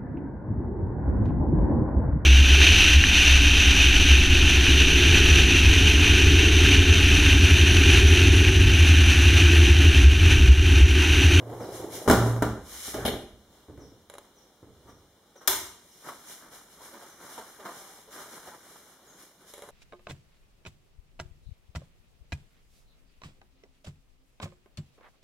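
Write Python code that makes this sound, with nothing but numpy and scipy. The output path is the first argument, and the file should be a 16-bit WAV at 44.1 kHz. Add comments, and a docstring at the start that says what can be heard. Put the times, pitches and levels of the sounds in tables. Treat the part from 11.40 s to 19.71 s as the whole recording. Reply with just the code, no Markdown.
"""In a small hard room, a sliding door rumbles along its track, slams, booms, rattles and is knocked
into place. Soft footfalls and a sharp, ringing snap follow. Clothes rustle and soles scuff the floor
as a handheld camera is carried round, its casing ticking under the fingers.
A bird chirps faintly outside, heard mostly as an echo off the walls."""
import sys
import numpy as np
from scipy import signal
from scipy.fft import rfft, irfft, next_fast_len
from scipy.io import wavfile

SR = 44100
rng = np.random.default_rng(int(sys.argv[2]) if len(sys.argv) > 2 else 0)


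def inscribe(sig):
    """Save sig as 16-bit PCM at rate SR to the path in sys.argv[1].

    A 1-D sig is mono; a 2-D sig holds one channel per row.
    Samples are clipped to [-1, 1] before scaling.
    """
    pcm = np.round(np.clip(np.atleast_2d(sig).T, -1, 1) * 32767)
    wavfile.write(sys.argv[1], SR, pcm.astype(np.int16))


N = 366382
T = np.arange(N) / SR
HIT_T = T[:32768]  # the time axis of one hit [s]


def door():
    """The door rolls shut, slams and booms, and its latch catches."""
    return slam() + latch() + rollers() + panel()


def slam():
    """Blows make the door ring and the room boom, and shake the loose frame."""
    # blows on the door (time [s], level [dB], treble [dB], bass [dB], room echo [dB])
    blows = [(.66, -37.5, -4, 6, -3.5), (.6775, -15, -6.5, -1.5, -5.5), (.686, -23.5, 8, -2, -9),
             (.699, -13, -1, -5, -19), (.711, -13, 5, -3.5, -1), (.727, -21, 3.5, -5.5, -2),
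             (1.023, -19, -2, -6.5, -3), (1.099, -39, -2, 15, -27), (1.48, -42.5, 0, 5, -5),
             (1.543, -34, 10, 1, -1.5), (1.651, -29, -10, -7, -1)]
    # tone of a blow (frequency [Hz], level [dB])
    tone = [(25, -14), (70, 9), (135, -10.5), (220, 3), (430, 1), (750, -4.5), (1150, -7.5), (1500, -8),
            (2200, -22), (3600, -24), (8000, -27.5), (14000, -32)]
    # notes the door and the room ring with, the deepest being the room's boom
    # (frequency [Hz], level [dB], fade time [s])
    notes = [(70.6, -4.5, 1), (141.8, -2.5, 0.52), (199.8, 0.5, 0.35), (248.4, -1, 0.44), (280, 1, 0.49),
             (297.5, 10, 0.34), (362, -3.5, .4), (438, 2, 0.37), (488, -6.5, .4), (647, -1, 0.29),
             (771, 2, 0.27), (986, -7, 0.2), (1115, -8, 0.31), (1346, 1, .33), (1500, -12, .32),
             (1595, -15.5, .32)]
    return hits(blows + rattle(), tone, chatter_s=.088, push_db=-9,
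                notes=notes, ring_db=-4, lag_s=.005, share=.21)


def rattle(start_s=.745, gap_s=.024, first_db=-25.5, fall_db_per_s=47, scatter_db=3):
    """Rows for hits(): the loose frame taps unevenly after the slam, growing weaker."""
    # tone of every tap (treble [dB], bass [dB], room echo [dB])
    tone = (-7.5, -7.5, -3.5)
    timing, strength = rng.standard_normal((10, 2)).T
    after_s = gap_s * (np.arange(10) + .25 * timing)
    levels = first_db - fall_db_per_s * after_s + scatter_db * strength
    return [(start_s + s, db, *tone) for s, db in zip(after_s, levels)]


def panel(boom_hz=116.1, build_s=.044, free_fade_s=1.3, stopped_fade_s=.31):
    """The door panel's lowest note builds after each shove and dies slowly, or fast once stopped."""
    # shoves on the panel (time [s], time until the frame stops it [s], level [dB])
    shoves = [(0.0, 0.23, -37.5), (.3, 0.38, -45.5), (.668, 0.022, -17), (.75, .37, -17.5),
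              (1.545, 0.23, -37.5)]
    swings = []
    for s, free_s, db in shoves:
        age = np.maximum(T - s, 0)
        decay = age / free_fade_s + np.maximum(age - free_s, 0) / stopped_fade_s
        swings.append(undb(db) * (1 - np.exp(-age / build_s)) * np.exp(-np.log(1000) * decay))
    pitch = boom_hz + .55 * wander(7.2)
    return np.sqrt(2) * np.sin(2 * np.pi * np.cumsum(pitch) / SR) * together(swings)


def latch():
    """The latch knocks against its metal catch."""
    # knocks (time [s], level [dB], treble [dB], bass [dB], room echo [dB])
    knocks = [(1.544, -32, -15, 6, 4.5), (1.652, -21.5, -3.5, 9, -7), (1.661, -27, 15, -8, -4),
              (1.68, -24.5, -6, 1, -6), (1.733, -29.5, -21, 7, -12.5)]
    # tone of a knock (frequency [Hz], level [dB])
    tone = [(30, -16.5), (68, -4), (140, -12.5), (240, 1.5), (420, 2.5), (750, -3), (1200, -17.5),
            (2200, -11.5), (3400, -8.5), (5200, -20), (8500, -25.5), (11300, -17), (14500, -30)]
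    return hits(knocks, tone, chatter_s=.12, push_db=-14, lag_s=.0049, share=.36)


def rollers(level_db=-41.5, stop_s=.75, jolt_rise_s=.0046, fade_s=.55):
    """An even rumble jumps at each joint of the track and fades when the door meets the frame."""
    # jolts at the joints (time [s], level [dB])
    joints = [(.1, -38.5), (.203, -35), (.29, -49), (.425, -41.5)]
    # tone of the rumble (frequency [Hz], level [dB])
    tone = [(40, -17.5), (110, -8.5), (200, -13), (370, -2), (550, -6), (850, -12), (1400, -24),
            (2500, -35), (6000, -44.5)]
    travel = undb(level_db) * np.exp(-np.log(1000) * np.maximum(T - stop_s, 0) / fade_s)
    jolts = [undb(db) * swell(s, jolt_rise_s, fade_s) for s, db in joints]
    return grainy_noise(tone, grain_db=2, grain_hz=90) * together([travel] + jolts)


def snap():
    """A part slips, catches and bounces back, ringing a little to the left."""
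    # slip, catch and bounce (time [s], level [dB], treble [dB], bass [dB], room echo [dB])
    clicks = [(4.0747, -22.5, 17, -13, -11), (4.0765, -19, -6, -5.5, 2.5), (4.0797, -23.5, 11, 1, 0)]
    # tone of a click (frequency [Hz], level [dB])
    tone = [(50, -18), (170, -22), (380, 0.5), (490, -8.5), (1000, 0), (1450, -0.5), (2200, -1.5),
            (3600, 0.5), (6200, 1), (8500, -1), (11500, -3.5), (13500, 3), (15500, -5.5)]
    # notes the part rings with (frequency [Hz], level [dB], fade time [s])
    notes = [(385, -8, 0.72), (1018, -5, 0.44), (1390, 5, .55), (3480, -3.5, 0.33), (3480, -5, 0.28),
             (4258, 5.5, 0.46), (5760, -7, 0.38), (6374, -5, .3)]
    return hits(clicks, tone, chatter_s=.051, push_db=-6,
                notes=notes, ring_db=-9, left_db=7, lag_s=.0033, share=.33)


def footfalls():
    """Feet land on the floor with dull thuds."""
    # steps (time [s], level [dB], treble [dB], bass [dB], room echo [dB])
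    steps = [(1.93, -56, -6, 8, 5.5), (2.284, -45.5, -2.5, -4, 1), (2.298, -43.5, -3.5, 2.5, -0.5),
             (2.376, -43.5, 2, -2, 2.5), (2.44, -52.5, -6, 0, 2), (2.52, -51, -3, -1.5, -6),
             (3.229, -46.5, -0.5, -1, 0.5), (3.29, -51, -2, 8, -4), (3.45, -58, 2.5, 4.5, 12.5),
             (3.53, -63, 1.5, -1.5, 3), (4.08, -49.5, 2, 12, 6), (7.08, -61, -2, 6, -2),
             (8.275, -52, 0, -4, 2)]
    # tone of a step (frequency [Hz], level [dB])
    tone = [(25, -11), (48, -5), (68, 5.5), (125, 3), (200, -3.5), (300, -0.5), (430, 0.5), (700, -15),
            (1500, -23), (3000, -38.5), (14000, -47)]
    return hits(steps, tone, chatter_s=.097, push_db=-8)


def scuffs(hollow_db=7, hollow_width=.23, lead_s=.15):
    """Soles scrape the floor: each grainy scuff swells and fades with its own hollow note."""
    # scuffs (peak time [s], level [dB], rise time [s], fade time [s], hollow note [Hz])
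    scrapes = [(3.49, -52, 0.013, 0.34, 1200), (3.959, -53, .002, 0.24, 420),
               (4.015, -50.5, 0.0083, 0.9, 1304), (4.69, -40, 0.021, 0.28, 1050),
               (5.42, -50, 0.027, 0.2, 1050), (5.54, -46.5, 0.017, 0.35, 282),
               (5.63, -48.5, 0.028, 0.16, 646), (5.98, -36, 0.0016, 0.21, 840),
               (6.202, -43, 0.0075, 0.13, 400), (6.253, -35.5, 0.0023, 0.33, 1120),
               (6.42, -52, 0.09, 0.85, 795), (6.68, -51.5, 0.0059, 0.23, 454),
               (6.78, -46, 0.022, 0.59, 1250), (7.075, -44, 0.013, 0.19, 640),
               (7.15, -45.5, .025, 0.12, 890)]
    # tone of a scuff (frequency [Hz], level [dB])
    tone = [(50, -24), (150, -12.5), (400, 0.5), (600, -1.5), (1050, -2.5), (1600, -6.5), (2300, -16),
            (4000, -16.5), (8000, -21), (14000, -26)]
    out, hz = np.zeros((2, N)), frequencies(len(HIT_T))
    for s, db, rise_s, fade_s, hollow_hz in scrapes:
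        slips = stereo_noise(len(HIT_T)) * undb(2.6 * wander(351.7)[:len(HIT_T)])
        hollow = hollow_db / (1 + (np.log((hz + 1) / hollow_hz) / hollow_width) ** 2)
        grip = np.exp(np.minimum((HIT_T - lead_s) / rise_s, np.log(1000) * (lead_s - HIT_T) / fade_s))
        sole = colour(slips, read_curve(tone, hz) + hollow)
        sole = reflect(sole, lag_s=rng.uniform(.00401, .009), share=1)
        add(out, s - lead_s, undb(db) * grip * unit(sole))
    return out


def clothes(fade_s=.66):
    """Cloth slides on cloth as arms and legs move: a bright swish over a grainier rub."""
    # strokes of cloth (peak time [s], rise time [s], swish level [dB], rub level [dB])
    strokes = [(.27, .17, -54.5, -58), (.365, 0.047, -43.5, -55.5), (.56, 0.044, -38.5, -50),
               (.88, 0.067, -43.5, -55), (1.37, 0.097, -41.5, -53), (1.478, 0.068, -36.5, -53),
               (1.61, 0.069, -52.5, -40.5), (4.68, 0.041, -50, -46.5), (4.72, 0.3, -54.5, -77),
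               (4.919, 0.065, -45, -53), (5.05, .04, -71, -54.5), (5.15, 0.035, -48.5, -52.5),
               (5.33, 0.033, -55, -65), (5.46, 0.054, -48.5, -53.5), (5.66, 0.13, -53.5, -54.5),
               (5.85, 0.057, -50, -48.5), (5.94, 0.064, -46.5, -50.5), (6.1, 0.12, -53.5, -55),
               (6.27, 0.057, -55, -45.5), (6.38, 0.11, -48, -60), (6.53, 0.14, -52.5, -59),
               (6.75, 0.039, -46, -50.5), (6.82, 0.047, -47.5, -49.5), (6.95, 0.058, -47.5, -49),
               (7.08, 0.063, -51.5, -51), (7.33, 0.16, -53.5, -58), (7.52, 0.077, -58, -60.5),
               (7.72, 0.12, -61.5, -60.5), (7.819, 0.049, -52.5, -59), (8.02, 0.026, -62, -61),
               (8.1, 0.035, -52, -67), (8.26, 0.078, -60, -58)]
    # tone of the swish (frequency [Hz], level [dB])
    swish_tone = [(500, -22), (2000, -1.5), (3400, -1.5), (6000, 0.5), (8500, -2.5), (10500, -1.5),
                  (13500, -6), (15500, -12.5)]
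    # tone of the rub (frequency [Hz], level [dB])
    rub_tone = [(50, -19), (130, -5), (300, 1), (700, 0.5), (1100, 1.5), (1500, 2), (2200, -9.5),
                (3500, -34.5), (8000, -32.5)]
    speeds = [(swell(s, rise_s, fade_s), swish_db, rub_db) for s, rise_s, swish_db, rub_db in strokes]
    swish = together(undb(db) * speed for speed, db, _ in speeds)
    rub = together(undb(db) * speed for speed, _, db in speeds)
    return (swish * grainy_noise(swish_tone, grain_db=1, grain_hz=550)
            + rub * grainy_noise(rub_tone, grain_db=2, grain_hz=150))


def casing():
    """The camera's casing ticks and rings briefly under the fingers."""
    # ticks (time [s], level [dB], treble [dB], bass [dB], room echo [dB])
    ticks = [(2.699, -47, -3, -4, -5), (2.739, -47.5, -8, 0, -14), (2.753, -51, -14, -4, -4),
             (2.783, -45, -8, -11, -14.5), (2.851, -65.5, 5, 0, -10), (8.138, -46, 5, -5, 0),
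             (8.18, -50.5, -5, 10, -15), (8.192, -53, -18, 6, -15), (8.222, -45.5, -4, 2, -1.5),
             (8.236, -51, -19, 4, -8), (8.289, -46.5, -19, 11, -10)]
    # tone of a tick (frequency [Hz], level [dB])
    tone = [(60, -11), (180, -25), (420, 1.5), (600, -4), (850, -2), (1200, -7), (2000, -9), (3600, -11.5),
            (5500, -18), (7200, -12), (8800, -17), (10800, -13.5), (15000, -29)]
    # notes the casing rings with (frequency [Hz], level [dB], fade time [s])
    notes = [(577, -0.5, 0.12), (1227, -3.5, 0.099), (2010, -8, 0.073), (3910, -0.5, .03),
             (7240, -3, 0.042), (10300, -1.5, .025), (11100, 1.5, .025)]
    return hits(ticks, tone, chatter_s=.04, push_db=-4, notes=notes, ring_db=-4, lag_s=.0018, share=.1)


def bird(direct=.62, quaver_hz=150):
    """Thin falling whistles arrive mostly by way of the walls."""
    # chirps (time [s], start pitch [Hz], end pitch [Hz], length [s], relative level [dB])
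    chirps = [(.19, 6600, 3190, .09, -56), (2.39, 6400, 4870, .06, -62.5),
              (2.955, 6500, 5060, 0.054, -64.5), (3.47, 6500, 5220, 0.057, -67),
              (3.957, 6500, 5250, 0.036, -60), (4.509, 6400, 5000, 0.023, -59),
              (5.678, 6800, 5400, 0.058, -61.5), (7.665, 7300, 5800, 0.054, -60.5)]
    out, walls = np.zeros((2, N)), room_echo()
    walls[:, 0] += direct
    for s, start_hz, end_hz, length_s, db in chirps:
        progress = np.linspace(0, 1, int(length_s * SR))
        pitch = start_hz + (end_hz - start_hz) * progress + quaver_hz * wander(500)[:len(progress)]
        whistle = np.sin(np.pi * progress) * np.sin(2 * np.pi * np.cumsum(pitch) / SR)
        add(out, s, 2 * undb(db) * signal.fftconvolve(whistle[None], walls, axes=1))
    return out


def room_echo(build_s=.011):
    """The echo off the walls builds quickly, and the bass lingers longest."""
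    # how long the echo lasts (frequency [Hz], fade time [s])
    fade_times = [(60, 0.93), (250, 0.57), (1000, 0.52), (4000, 0.55), (8000, 0.53), (14000, 0.38)]
    noise, hz = rfft(stereo_noise(len(HIT_T))), frequencies(len(HIT_T))
    centres, fades = np.transpose(fade_times)
    bands = [read_curve(np.c_[centres, row], hz) for row in np.eye(len(centres))]
    tail = sum(irfft(noise * band) * fade(fade_s) for band, fade_s in zip(bands, fades))
    return unit_energy(tail * (1 - np.exp(-HIT_T / build_s)))


def room_hush(level_db=-60.5):
    """The quiet room makes a faint, wavering noise."""
    # tone of the hush (frequency [Hz], level [dB])
    tone = [(25, -3), (65, -2.5), (110, -6), (180, 0), (380, 0.5), (700, -4), (1400, -9.5), (2200, -16.5),
            (3500, -12), (5200, -15.5), (8000, -19), (14000, -23.5)]
    return grainy_noise(tone, grain_db=1.3, grain_hz=13) * undb(level_db)


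def hits(rows, tone, chatter_s, push_db, notes=None, ring_db=0, left_db=0, lag_s=.00397, share=.16):
    """Each hit is one push, a short chatter of touching parts, echoes and any ringing notes."""
    out, hz, walls = np.zeros((2, N)), frequencies(len(HIT_T)), room_echo()
    treble = hz ** 4 / (hz ** 4 + 2000 ** 4)
    bass = 1 / (1 + (hz / 180) ** 2)
    tone_db = read_curve(tone, hz)
    ringing = undb(ring_db) * ring(notes) if notes else 0
    for s, db, treble_db, bass_db, room_db in rows:
        contact = unit_energy(stereo_noise(len(HIT_T)) * fade(chatter_s))
        contact[:, 0] += undb(push_db)
        contact = unit_energy(contact) * undb([[left_db / 2], [-left_db / 2]])
        hit = colour(contact + undb(room_db) * walls, tone_db + treble_db * treble + bass_db * bass)
        hit = unit_energy(reflect(hit, lag_s, share)) * np.hypot(1, undb(room_db)) + ringing
        add(out, s, hit * undb(db) * np.sqrt(.012 * SR))  # the level is that of the first few ms
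    return out


def ring(notes):
    """Fading notes set off by a hit, each with a slightly random strength."""
    sizes = undb(2 * rng.standard_normal(len(notes)))
    return unit_energy(sum(size * undb(db) * np.sin(2 * np.pi * hz * HIT_T) * fade(fade_s)
                           for (hz, db, fade_s), size in zip(notes, sizes)))


def reflect(x, lag_s, share):
    """A nearby surface sends back a share of the sound a moment later."""
    lag = int(lag_s * SR)
    return (x + share * np.pad(x, ((0, 0), (lag, 0)))[:, :-lag]) / np.hypot(1, share)


def grainy_noise(tone, grain_db, grain_hz):
    """Noise whose strength flickers, like the many tiny slips of rubbing surfaces."""
    size = next_fast_len(N, True)
    slips = stereo_noise(size)[:, :N] * undb(grain_db * wander(grain_hz))
    slips = np.pad(slips, ((0, 0), (0, size - N)))
    return unit(colour(slips, read_curve(tone, frequencies(size)))[:, :N])


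def stereo_noise(size):
    """Noise from all sides: left and right are alike in the bass and differ in the treble."""
    # stereo width (frequency [Hz], level of the differing part over the common part [dB])
    width = [(60, -17), (350, -20.5), (700, -15), (1300, -11), (2200, -3), (6500, -2), (9500, 0.5),
             (13000, 2.5)]
    common, differing = rfft(rng.standard_normal((2, size)))
    differing = differing * undb(read_curve(width, frequencies(size)))
    return unit(irfft(np.array([common + differing, common - differing]), size))


def colour(x, db):
    """Give x a tone, with one level per frequency; white noise keeps its power."""
    size = x.shape[-1]
    cepstrum = irfft(np.log(unit(undb(db))), size)
    # fold the filter forward in time, so it rings after a hit and not before
    cepstrum[1:size // 2] *= 2
    cepstrum[size // 2 + 1:] = 0
    return irfft(rfft(x) * np.exp(rfft(cepstrum)), size)


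def swell(s, rise_s, fade_s):
    """A bell-shaped swell that peaks at time s and dies no faster than fade_s allows."""
    age = T - s
    tail = np.where(age > 0, np.log(1000) * age / fade_s, np.inf)
    return np.exp(-np.minimum((age / rise_s) ** 2, tail).clip(0, 30))


def fade(fade_s):
    """Die away by 60 dB in each fade time."""
    return np.exp(-np.log(1000) * HIT_T / fade_s)


def wander(rate_hz):
    """A smooth random drift with a spread near 1."""
    steps = rng.standard_normal(int(T[-1] * rate_hz) + 2)
    return np.interp(T * rate_hz, np.arange(len(steps)), steps)


def together(gains):
    """Unrelated sounds add in power."""
    return np.sqrt(sum(gain ** 2 for gain in gains))


def add(out, s, x):
    """Mix x into out from time s."""
    start = max(int(s * SR), 0)
    out[:, start:start + x.shape[-1]] += x[..., :N - start]


def read_curve(points, hz):
    """Read between (frequency, value) points, with octaves evenly spaced."""
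    point_hz, value = np.transpose(points)
    return np.interp(np.log(hz + 1), np.log(point_hz), value)


def frequencies(size):
    """The frequencies in a spectrum of this many samples."""
    return np.arange(size // 2 + 1) * SR / size


def undb(db):
    """Turn decibels into a multiplier."""
    return 10 ** (np.asarray(db) / 20)


def unit(x):
    """Scale to an average power of 1."""
    return x / np.sqrt(np.mean(x ** 2))


def unit_energy(x):
    """Scale to an energy of 1 per channel."""
    return unit(x) / np.sqrt(x.shape[-1])


def scene():
    """All the sources over the hush of the room."""
    return door() + snap() + footfalls() + scuffs() + clothes() + casing() + bird() + room_hush()


def record(dry, low_cut_hz=24, top_hz=15700):
    """The camera's two sides hear unequally; it cuts rumble, three thin bands, peaks and top treble."""
    # how much more the left side hears than the right (frequency [Hz], level [dB])
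    balance = [(60, -1.3), (300, -1.1), (1000, 0), (3500, 1), (14000, 0)]
    # thin bands that are cut out (frequency [Hz], width [Hz])
    notches = [(2610, 420), (4610, 544), (7930, 380)]
    size = next_fast_len(N, True)
    left_db = read_curve(balance, frequencies(size))
    sound = irfft(rfft(dry, size) * undb([left_db / 2, -left_db / 2]), size)[:, :N]
    sound = signal.sosfilt(signal.butter(2, low_cut_hz, "highpass", fs=SR, output="sos"), sound)
    for hz, width_hz in notches:
        edges = [hz - width_hz / 2, hz + width_hz / 2]
        sound = signal.sosfilt(signal.butter(2, edges, "bandstop", fs=SR, output="sos"), sound)
    sound = np.clip(sound, -.95, .95)
    return signal.sosfilt(signal.ellip(10, .2, 80, top_hz, fs=SR, output="sos"), sound)


dry = scene()
out = record(dry)
inscribe(out)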